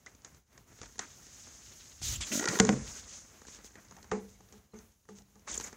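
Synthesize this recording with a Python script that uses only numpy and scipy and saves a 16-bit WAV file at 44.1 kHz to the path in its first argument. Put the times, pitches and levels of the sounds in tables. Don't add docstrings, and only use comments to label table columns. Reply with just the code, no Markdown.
import sys
import numpy as np
from scipy import signal
from scipy.fft import rfft, irfft, next_fast_len
from scipy.io import wavfile
from scipy.ndimage import uniform_filter1d

SR = 44100
rng = np.random.default_rng(int(sys.argv[2]) if len(sys.argv) > 2 else 0)


def volts(x):
    e = np.asarray(x, float) / 20
    return 10 ** e


def int16_out(signal):
    q = np.round(np.clip(np.atleast_2d(signal).T, -1, 1) * 32767)
    wavfile.write(sys.argv[1], SR, q.astype(np.int16))


N = 254016

# mode_hz [Hz], level_db [dB], t60_s [s]
LOADED_LOW_MODES = [(192.2, 0, 0.33), (240, -10, 0.2), (201.5, 1.5, 0.13), (306, -2.5, 0.054),
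                    (365, -20, 0.15), (443, 3.5, 0.092), (471, -1.5, 0.092), (590, -11.5, 0.13)]


def shape(x, points):
    size = next_fast_len(len(x))
    hz, db = np.transpose(points)
    log_hz = np.log(np.arange(size // 2 + 1) * SR / size + 1)
    gain = volts(np.interp(log_hz, np.log(hz), db, left=-80, right=-80))
    return irfft(rfft(x, size) * gain, size)[:len(x)]


def unit(x):
    return x / np.sqrt(np.mean(x ** 2))


def walk(rate):
    k = int(SR / rate)
    held = np.repeat(rng.standard_normal(N // k + 1), k)
    return 1.2 * uniform_filter1d(held, k)[:N]


def grit(points, spread_db, patchy_db, rate):
    slips = rng.standard_normal(N) * volts(spread_db * rng.exponential(size=N))
    return unit(shape(slips, points) * volts(patchy_db * walk(rate)))


def spikes(s, db):
    x = np.zeros(N)
    np.add.at(x, np.minimum((s * SR).astype(int), N - 1), volts(db))
    return x


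def fade(x, t60):
    return signal.lfilter([1], [1, -np.exp(-np.log(1000) / (t60 * SR))], x)


def ring(s, db, modes, scatter_db, contact_s):
    chance = rng.standard_normal((len(s), len(modes)))
    out = np.zeros(N)
    for k, (hz, mode_db, t60) in enumerate(modes):
        r = np.exp(-np.log(1000) / (t60 * SR))
        w = 2 * np.pi * hz / SR
        hits = spikes(s, db + mode_db + scatter_db * chance[:, k])
        out += (-1) ** k * signal.lfilter([0, r * np.sin(w)], [1, -2 * r * np.cos(w), r * r], hits)
    push = np.hanning(int(contact_s * SR) + 3)
    return np.convolve(out, push / push.sum())[:N]


def snap(s, db, points, t60, sharp_db):
    edge = spikes(s, db)
    rise_s = 0.0016
    swell = uniform_filter1d(fade(edge, t60), int(rise_s * SR) + 1)
    burst = rng.standard_normal(N) * swell - volts(sharp_db) * edge
    return shape(burst, points) / np.linalg.norm(shape(spikes(np.ones(1), 0), points))


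def stroke(s, length):
    attack_s, attack_share, fall_db_s = 0.021, 0.15, 446.5
    t = np.arange(N) / SR - s
    rise = np.clip(t / (attack_s + attack_share * length), 0, 1)
    return rise ** 2 * volts(-fall_db_s * np.maximum(t - length, 0))


def bursts(rows):
    out = np.zeros(N)
    for s, length, db, hz, width_hz in rows:
        slips = rng.standard_normal(8192) * volts(1.3 * rng.exponential(size=8192))
        band = signal.iirpeak(hz, hz / width_hz / 1.5, fs=SR)
        burst = unit(signal.lfilter(*band, signal.lfilter(*band, slips)))
        u = np.arange(len(burst)) / (length * SR)
        envelope = np.minimum(6.0 * u, 1) * np.exp(-u ** 3)
        part = out[int(s * SR):][:len(u)]
        part += (volts(db) * burst * envelope)[:len(part)]
    return out


def drive(db, press_db):
    return volts(np.array([db, db + press_db, db - 24 - 0.62 * press_db]))


def movement():
    # time_s [s], effort_db [dB], pressure_db on the board [dB]
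    shifting = [(0, -71, -2), (.2, -71.5, 2.5), (.37, -70.5, 5.5), (.45, -80.5, -7), (.54, -68, 7),
                (.66, -74.5, -6), (.78, -58, -3.5), (.95, -61.5, -8), (1.4, -52, -9), (2.0, -55.5, -9.5),
                (2.75, -48.5, -3), (3.4, -60, -3), (4.1, -66, 4), (4.501, -69, -12.5), (4.7, -76.5, -17),
                (4.801, -68.5, 1), (5.02, -75, -27), (5.452, -71, -12)]
    # start_s [s], length_s [s], effort_db [dB], pressure_db on the board [dB]
    sweeps = [(.28, 0.099, -72, 0), (0.654, 0.082, -66.5, 6.5), (1.057, 0.089, -58, -6),
              (2.007, .14, -37.5, -13), (2.191, 0.024, -43.5, -0.5), (2.235, 0.075, -41, -10),
              (2.297, 0.082, -32, -13), (2.363, 0.078, -40.5, -12), (2.456, 0.11, -37.5, -4),
              (2.573, 0.056, -38, 5), (2.627, 0.11, -44, 3), (2.738, 0.063, -60, 8), (2.5, .09, -51, -30),
              (2.857, 0.12, -55.5, -16), (2.829, 0.17, -46, -9), (3.036, .14, -51, -8.5),
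              (3.444, .12, -52, -8), (3.623, 0.042, -52, -16), (3.74, 0.057, -73.5, 16),
              (4.173, 0.085, -68.5, -32), (4.25, 0.096, -64, -16), (5.133, 0.056, -59.5, -13),
              (5.458, 0.051, -43, 0.5), (5.493, 0.083, -44, -7.5), (5.575, 0.1, -46, -3),
              (5.677, 0.072, -63, 5.5)]
    # start_s [s], effort_db [dB], pressure_db on the board [dB]
    jolts = [(0.065, -57.5, 3.5), (.247, -55.5, 0), (.52, -81, 8), (.578, -67, 4), (0.817, -50.5, 4.5),
             (0.995, -44.5, 2), (4.119, -48, 6.5), (4.405, -75.5, -5), (4.525, -61.5, 2.5), (4.74, -66, 9),
             (5.091, -60, -9), (5.355, -76, -1.5)]
    settle_t60_s = 0.31
    s, *columns = np.transpose(shifting)
    power = drive(*(np.interp(np.arange(N) / SR, s, c) for c in columns)) ** 2
    for s, length, db, press_db in sweeps:
        power += (drive(db, press_db)[:, None] * stroke(s, length)) ** 2
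    s, db, press_db = np.transpose(jolts)
    for row, gain in zip(power, drive(db, press_db)):
        row += fade(spikes(s, 20 * np.log10(gain)), settle_t60_s) ** 2
    return np.sqrt(power)


def suppressor(fur_gain):
    quiet_db = -69
    rustle_db = 20 * np.log10(uniform_filter1d(fur_gain, size=1024))
    return volts(np.minimum(1.41 * (rustle_db - quiet_db), 0))


def room_hum(kept):
    # freq_hz [Hz], level_db [dB]
    room_colour = [(30, -19.5), (45, -5), (100, -3), (303, -13.5), (3060, -27), (6550, -37.5), (8520, -34),
                   (16000, -28)]
    return grit(room_colour, .1, 1.9, 13) * volts(-64.5) * kept


def panel_rumble(kept):
    # freq_hz [Hz], density_db [dB per Hz]
    rumble_colour = [(25, -30), (38, -2.5), (52, 6.5), (105, -2), (160, -11.5), (300, -21.5), (500, -37.5)]
    # start_s [s], length_s [s], level_db [dB]
    heaves = [
        (0.308, 0.069, -52),
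        (0.79, 0.032, -42),
        (1.977, 0.23, -34.5),
        (2.386, 0.13, -62),
        (2.594, 0.29, -38.5),
        (2.842, 0.26, -53),
        (4.047, 0.24, -63),
        (5.476, 0.16, -47),
    ]
    rest_db = -55.5
    weight = volts(rest_db) * kept + sum(volts(db) * stroke(s, length) for s, length, db in heaves)
    return grit(rumble_colour, .1, 0.97, 11) * volts(-11.0) * weight


def rubbing(fur_gain, scrape_gain, hair_gain, kept):
    # freq_hz [Hz], density_db [dB per Hz]
    fur_colour = [(3500, -24), (5000, -1), (6500, 2), (8000, -3.5), (10000, -18), (13000, -39)]
    pad_colour = [(1200, -9), (2200, -6), (3200, -3), (4300, -3), (6000, -11)]
    scrape_colour = [(120, -24.5), (200, 7), (450, 0), (800, -1.5), (1500, -0.5), (2200, -2.5), (3200, -20),
                     (5000, -25.5)]
    hair_colour = [(7000, -19.5), (9500, -3.5), (13000, -5.5), (16000, -3.5)]
    hair_rest_db = -78.5
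    fur = grit(fur_colour, 1.9, 0.79, 45) * volts(-8.5) * fur_gain
    pads = grit(pad_colour, 2.3, 2.6, 60) * volts(-11.0) * fur_gain
    scrape = grit(scrape_colour, 2.72, 2.5, 70) * volts(-4.0) * scrape_gain
    hair = grit(hair_colour, 0.9, 1.9, 22) * np.hypot(hair_gain, volts(hair_rest_db) * kept)
    return fur + pads + scrape + hair


def shuffle():
    fur_gain, scrape_gain, hair_gain = movement()
    kept = suppressor(fur_gain)
    return rubbing(fur_gain, scrape_gain, hair_gain, kept) + panel_rumble(kept) + room_hum(kept)


def creak():
    # start_s [s], level_db [dB], pitch_hz [Hz]
    wall_slips = [(2.32, -30.5, 247), (2.334, -29.5, 240), (2.352, -24.5, 249), (2.373, -25, 243),
                  (2.394, -26.5, 272), (2.408, -29, 310), (2.425, -32, 391), (2.44, -32, 480),
                  (2.458, -28, 426), (2.471, -36.5, 356), (2.49, -27, 170), (2.507, -29.5, 191),
                  (2.52, -36.5, 404), (2.533, -29, 332), (2.552, -30.5, 222), (2.569, -29.5, 398)]
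    rise_s, length_s = 0.0018, .0075
    out = np.zeros(N)
    t = np.arange(2048) / SR
    swell = (1 - np.exp(-t / rise_s)) * np.exp(-(t / length_s) ** 2)
    for s, db, hz in wall_slips:
        tone = np.sin(2 * np.pi * hz * t) + 0.36 * np.sin(2 * np.pi * 2.4 * hz * t)
        out[int(s * SR):][:len(t)] += volts(db + 0.6) * swell * tone
    return out


def flaps():
    # start_s [s], level_db [dB], pitch_hz [Hz], t60_s [s]
    flap_rings = [(2.71, -31, 134, 0.38), (2.625, -20.5, 430, 0.31), (2.68, -24.5, 301.7, 0.22),
                  (2.66, -32, 414, 0.16), (2.735, -37.5, 550, .23), (2.77, -34.5, 210, 0.31),
                  (2.735, -27.5, 196, .25), (4.12, -44, 1180, .2), (4.12, -47, 1550, .22),
                  (4.12, -46, 670, .2), (4.117, -32.5, 197, 0.4), (4.118, -36.5, 490, 0.36),
                  (4.23, -43.5, 434, 0.21), (4.403, -56, 192, .4), (4.53, -51, 205, 0.33),
                  (4.735, -47.5, 220, 0.42), (5.089, -48, 198, 0.6), (5.356, -58.5, 202, .35),
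                  (3.91, -55, 193, .3), (3.97, -55, 199.4, 0.37)]
    twin_ratio, twin_db = 1.055, -6.5
    out = np.zeros(N)
    for s, db, hz, t60 in flap_rings:
        pair = [(hz, 0, t60), (hz * twin_ratio, twin_db, t60)]
        out += ring(np.array([s]), db, pair, 0, .002)
    return out


def rasps():
    # start_s [s], length_s [s], level_db [dB], centre_hz [Hz], width_hz [Hz]
    rasp_rows = [(0.066, 0.0087, -50, 1920, 220), (1.004, 0.047, -50, 1440, 690),
                 (2.035, 0.128, -52, 15000, 3700), (5.528, 0.007, -50, 6900, 1200),
                 (5.54, 0.0086, -42, 6800, 1400), (5.553, 0.0045, -45, 7300, 2000),
                 (5.576, .006, -38, 7000, 770), (5.608, 0.0068, -45.5, 5500, 3100),
                 (5.638, 0.013, -47, 6900, 1200), (5.664, 0.0035, -54, 6500, 1800),
                 (2.649, 0.0034, -35, 6700, 700), (5.54, 0.016, -52, 2630, 370),
                 (5.53, 0.16, -64, 13000, 4000), (3.116, 0.115, -57.5, 6100, 1800),
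                 (2.012, 0.09, -43, 4500, 3800), (2.041, 0.14, -48.5, 3600, 1800),
                 (2.205, 0.041, -40, 2970, 2400), (2.212, 0.017, -50, 5300, 700),
                 (2.315, 0.021, -38.5, 2400, 1100), (5.2, 0.019, -58, 790, 35),
                 (4.718, 0.015, -74, 4150, 100), (4.34, 0.038, -74, 2170, 120),
                 (4.756, 0.052, -70, 6240, 300), (5.8, 0.017, -70, 1400, 504),
                 (5.472, 0.026, -46, 1350, 820), (5.512, .014, -45, 7000, 1200),
                 (5.49, .012, -56, 4600, 500), (5.475, .028, -55, 3770, 270),
                 (5.526, 0.026, -51, 3480, 210), (2.222, 0.02, -45, 3440, 250),
                 (2.055, 0.034, -48, 3700, 380), (5.522, 0.028, -56, 2800, 1300),
                 (5.634, 0.022, -57.5, 1700, 1000)]
    return bursts(rasp_rows)


def more_rasps():
    # start_s [s], length_s [s], level_db [dB], centre_hz [Hz], width_hz [Hz]
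    more_rasp_rows = [(2.022, 0.011, -51, 3500, 300), (2.08, .012, -43.5, 7040, 400),
                      (2.15, 0.022, -48, 3000, 500), (2.155, 0.013, -46, 7400, 500),
                      (2.205, 0.025, -47, 7690, 900), (2.225, 0.016, -48, 7300, 500),
                      (2.231, 0.0088, -40.5, 3320, 250), (2.233, .01, -45, 2540, 250),
                      (2.246, 0.022, -49, 7200, 600), (2.3, 0.045, -46.5, 249, 100),
                      (2.326, .012, -35.5, 300.5, 120), (2.1, .1, -49, 110, 40), (2.05, .02, -50, 4420, 300),
                      (2.12, .015, -49, 4300, 300), (2.392, 0.1, -51, 1400, 200),
                      (2.475, 0.034, -44, 1900, 200), (2.4, .1, -45, 420, 200), (2.49, 0.076, -43, 450, 250),
                      (2.49, 0.069, -47, 1500, 600), (3.908, .022, -59.5, 890, 300),
                      (3.964, 0.037, -58.5, 784, 300), (5.487, 0.0094, -48, 1100, 300),
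                      (5.544, 0.0091, -48.5, 3400, 250), (5.598, .007, -49, 1300, 700),
                      (5.608, 0.01, -48.5, 1700, 900), (5.64, 0.016, -54, 2000, 400), (5.6, .05, -55, 303, 100),
                      (5.52, 0.025, -55, 330, 120), (5.675, .014, -56, 7000, 900)]
    return bursts(more_rasp_rows)


def judder():
    # start_s [s], level_db [dB]
    flutes = [(2.395, -29), (2.411, -38), (2.425, -32.5), (2.44, -30), (2.456, -27.5), (2.475, -23),
              (2.486, -30), (2.497, -34), (2.514, -36), (2.534, -40.5), (2.554, -28.5), (2.571, -40),
              (2.32, -39), (2.35, -39)]
    # mode_hz [Hz], level_db [dB], t60_s [s]
    flute_modes = [(980, -12, .014), (1400, 0, .016), (1920, -1, .016), (2400, -8, .01), (3600, -14, .006)]
    gap_s = .0021
    s, db = np.transpose(flutes)
    chance = rng.random((len(s), 6))
    slip_s = s[:, None] + gap_s * (np.arange(3) + .06 * chance[:, :3])
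    slip_db = db[:, None] - 3.0 - 3 * chance[:, 3:]
    return ring(slip_s.ravel(), slip_db.ravel(), flute_modes, 1.1, .0001)


def claws():
    # start_s [s], crack_db [dB], tock_db of the board [dB], thump_db of the hollow [dB]
    catches = [(0.062, -48.5, -41, -57), (0.247, -43.5, -49.5, -62), (0.577, -52, -48, -55.5),
               (0.815, -42.5, -38.5, -46), (0.831, -46, -52, -73), (0.858, -48, -47, -72),
               (0.992, -30.5, -30, -81), (2.395, -29, -36, -74), (2.425, -44, -29, -33),
               (2.44, -36, -30, -49), (2.456, -26.5, -30, -34), (2.475, -30, -25, -35),
               (2.485, -21, -32, -35), (2.554, -32, -37, -64), (2.588, -28, -28, -52),
               (2.599, -13.5, -18, -20.5), (2.651, -36.5, -31, -37), (2.691, -29.5, -29, -35),
               (3.755, -53, -39, -47), (3.91, -50, -52, -48.5), (4.1144, -39, -23.5, -43),
               (4.524, -52, -54, -54), (5.088, -58, -46.5, -54), (5.531, -53, -59, -75),
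               (5.545, -44, -61, -50), (5.552, -50, -62, -49), (5.577, -44, -45, -44.5),
               (5.599, -38, -37.5, -39), (5.61, -45, -42.5, -42.5), (5.728, -50, -43, -47)]
    # start_s [s], crack_db [dB]
    tick_rows = [(.149, -57), (.219, -61), (0.346, -54.5), (0.528, -62), (0.924, -58), (0.981, -47),
                 (1.129, -60), (1.267, -53), (2.669, -40), (2.878, -45), (2.972, -58), (3.469, -49),
                 (3.547, -50), (3.644, -47.5), (3.849, -59), (3.884, -56), (4.028, -48.5), (4.487, -60),
                 (4.578, -61), (4.788, -51.5), (5.185, -50.5), (5.22, -59), (5.394, -62)]
    # start_s [s], tock_db [dB]
    tap_rows = [(0.301, -68), (.727, -58), (0.788, -55), (0.956, -51), (2.513, -42), (3.417, -47.5),
                (3.451, -50), (3.483, -46.5), (3.587, -49.5), (3.706, -56), (3.797, -60), (3.922, -50),
                (3.966, -47.5), (3.985, -53.5), (4.021, -60), (4.043, -49), (4.406, -53.5), (4.539, -63.5),
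                (4.74, -78), (5.053, -64), (5.355, -57.5), (5.421, -66)]
    # freq_hz [Hz], density_db [dB per Hz]
    crack_colour = [(600, -22), (2000, -14), (4000, -3.5), (7000, -2.5), (9000, -19), (12000, -32.5)]
    splinter_colour = [(400, -14.5), (900, -1), (1600, -4), (2400, -16), (3800, -19)]
    # mode_hz [Hz], level_db [dB], t60_s [s]
    tock_modes = [(954, -16.5, 0.0062), (1356, -12.5, 0.0053), (1600, -3.5, 0.012), (1900, -4, 0.023),
                  (2450, -15, 0.0067)]
    ticks = [(s, db, db - 5, db - 5) for s, db in tick_rows]
    taps = [(s, db - 6.5, db, db - 2.5) for s, db in tap_rows]
    s, crack_db, tock_db, thump_db = np.transpose(catches + ticks + taps)
    s = s + 0.00042
    crack = snap(s, crack_db - 2.0, crack_colour, 0.018, 8.0)
    tock = ring(s, tock_db - 3.0, tock_modes, 2.5, .00015)
    splinters = snap(s, tock_db - 7.0, splinter_colour, 0.032, 1.2)
    damped = [(hz, db, 0.22 * t60) for hz, db, t60 in LOADED_LOW_MODES[1:6]]
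    thump = ring(s, thump_db, damped, 2.9, 0.0014)
    return crack + tock + splinters + thump


def knocks():
    # start_s [s], ring_db of the hollow [dB], edge_db of rap, small walls and flaps
    # [dB]
    ball_hits = [
        (4.117, -22.5, -28.5),
        (4.403, -59, -59),
        (4.536, -52.5, -59.5),
        (4.735, -42.5, -52.5),
        (5.089, -44, -49.5),
        (5.356, -61, -60),
    ]
    # mode_hz [Hz], level_db [dB], t60_s [s]
    low_modes = [(195.5, -2.5, 0.35), (361.2, -4, 0.32), (211, -14, 0.3), (499, 0.5, 0.092),
                 (425, 4.5, 0.28), (447, -4, 0.24), (786, -9, .18), (840, -9, 0.18)]
    high_modes = [(778, 14.5, 0.08), (846, 8, 0.16), (1190, 12.5, 0.06), (1300, -16, 0.34),
                  (1384, -17, 0.099), (1540, -27, 0.27), (1680, -18, 0.286), (1965, -22, 0.77),
                  (2230, -38, 0.61), (2790, -17, 0.25), (2623, -21, 0.14), (2704, -13, 0.16)]
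    flap_colour = [(130, -23.0), (200, 14.0), (450, -15.0), (800, 0), (1200, -10), (2000, -17.0),
                   (3000, -27.5)]
    s, ring_db, edge_db = np.transpose(ball_hits)
    hollow = ring(s - .001, ring_db - 8.5, low_modes, 1.2, .0012)
    shiver = snap(s, edge_db - 8.5, flap_colour, 0.31, 9.0)
    rap = np.convolve(spikes(s + 0.00096, edge_db), np.hanning(30))[:N]
    walls = ring(s, edge_db - 17.0, high_modes, 1.56, 0.00012)
    return hollow + shiver + rap + walls


def blows():
    # start_s [s], ring_db of the hollow [dB], edge_db of slap, rebound and walls [dB],
    # panel_db [dB]
    paw_hits = [
        (2.014, -56.5, -42, -40),
        (2.597, -10, -10.5, -31),
        (2.629, -34.5, -43, -36),
        (2.688, -13, -15, -32),
        (2.722, -28, -34.5, -45),
    ]
    # mode_hz [Hz], level_db [dB], t60_s [s]
    wall_modes = [(703, -5, 0.1), (758, 8.5, 0.055), (1084, -7.5, 0.16), (1450, -2.5, .12),
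                  (1484, -12.5, 0.076), (1870, 4, 0.042), (2070, -2, 0.052), (2480, -11, 0.046)]
    panel_modes = [(119.5, 9.5, 0.27), (48, -4.5, 0.24), (80, -12.5, .4), (143, -7.5, .3)]
    boom_colour = [(150, -18.5), (210, 6.5), (300, -12.5), (500, -9.0), (680, -20),
                   (1200, -30.5)]
    s, ring_db, edge_db, panel_db = np.transpose(paw_hits)
    slap = -np.convolve(spikes(s + 0.0036, edge_db + 6.0), np.hanning(18))[:N]
    slap += np.convolve(spikes(s + .0042, edge_db - 5.5), np.hanning(120))[:N]
    hollow = ring(s + .003, ring_db - 12.0, LOADED_LOW_MODES, 2.4, 0.0017)
    walls = ring(s + 0.0033, edge_db - 19.5, wall_modes, 1.0, 0.00031)
    boom = snap(s + .004, ring_db - 16.0, boom_colour, 0.34, 1.1)
    panel = ring(s, panel_db - 11.5, panel_modes, 2.3, 0.0018)
    return slap + hollow + walls + boom + panel


def scene():
    # freq_hz [Hz], level_db [dB]
    port_gap = [(30, -33.5), (300, -36.5), (700, -23), (2000, -18.5), (7000, -21), (10000, -7),
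                (16000, -2.5)]
    # freq_hz [Hz], level_db [dB]
    right_lead = [(30, -47), (300, -39), (1000, -24.5), (7000, -29.5), (10000, -18.5), (17000, -12.5)]
    mid = shuffle() + creak() + flaps() + rasps() + more_rasps() + judder() + claws() + knocks() + blows()
    scatter = rng.standard_normal(1024) * np.exp(-np.arange(1024) / 250.)
    side = shape(signal.fftconvolve(mid, scatter / np.linalg.norm(scatter))[:N], port_gap)
    side -= shape(mid, right_lead)
    return np.array([mid + side, mid - side])


def masked(x):
    from_hz, edge_db_khz = 11000, 6
    under_db, per_db, most_db, scatter_db = -55.5, .8, -87, 3.5
    hz, _, z = signal.stft(x, SR, "cosine", nperseg=2048)
    power = np.abs(z.mean(axis=0)) ** 2 + 1e-20
    chance = rng.standard_normal((len(hz) // 16 + 1, z.shape[2]))
    patches = np.repeat(chance, 16, axis=0)[:len(hz)]
    edge_db = edge_db_khz * np.minimum(hz - from_hz, 0)[:, None] / 1000
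    whole_db = 10 * np.log10(power.sum(axis=0))
    limit_db = np.minimum(under_db + per_db * whole_db, most_db) + scatter_db * patches + edge_db
    heard = uniform_filter1d(power, size=3, axis=0) > volts(limit_db) ** 2
    return signal.istft(z * heard, SR, "cosine", nperseg=2048)[1][:, :N]


def low_pass(x):
    return signal.sosfilt(signal.butter(12, 15810, fs=SR, output="sos"), x)


def record(dry):
    port_hz, port_width_hz, port_db = 6534, 1140, 8.5
    top_hz, stereo_from_db = 15750, -40
    x = signal.sosfilt(signal.butter(6, 42., "high", fs=SR, output="sos"), dry)
    b, a = signal.iirpeak(port_hz, port_hz / port_width_hz, fs=SR)
    x = x + (volts(port_db) - 1) * signal.lfilter(b, a, x)
    x = signal.sosfilt(signal.ellip(10, .2, 70, top_hz, fs=SR, output="sos"), x)
    mid, side = (x[0] + x[1]) / 2, (x[0] - x[1]) / 2
    loud = uniform_filter1d(mid ** 2, size=1024) > volts(stereo_from_db) ** 2
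    side = side * uniform_filter1d(1. * loud, size=512)
    mix = masked(np.array([mid + side, mid - side]))
    return low_pass(mix)


dry = scene()
out = record(dry)
int16_out(out)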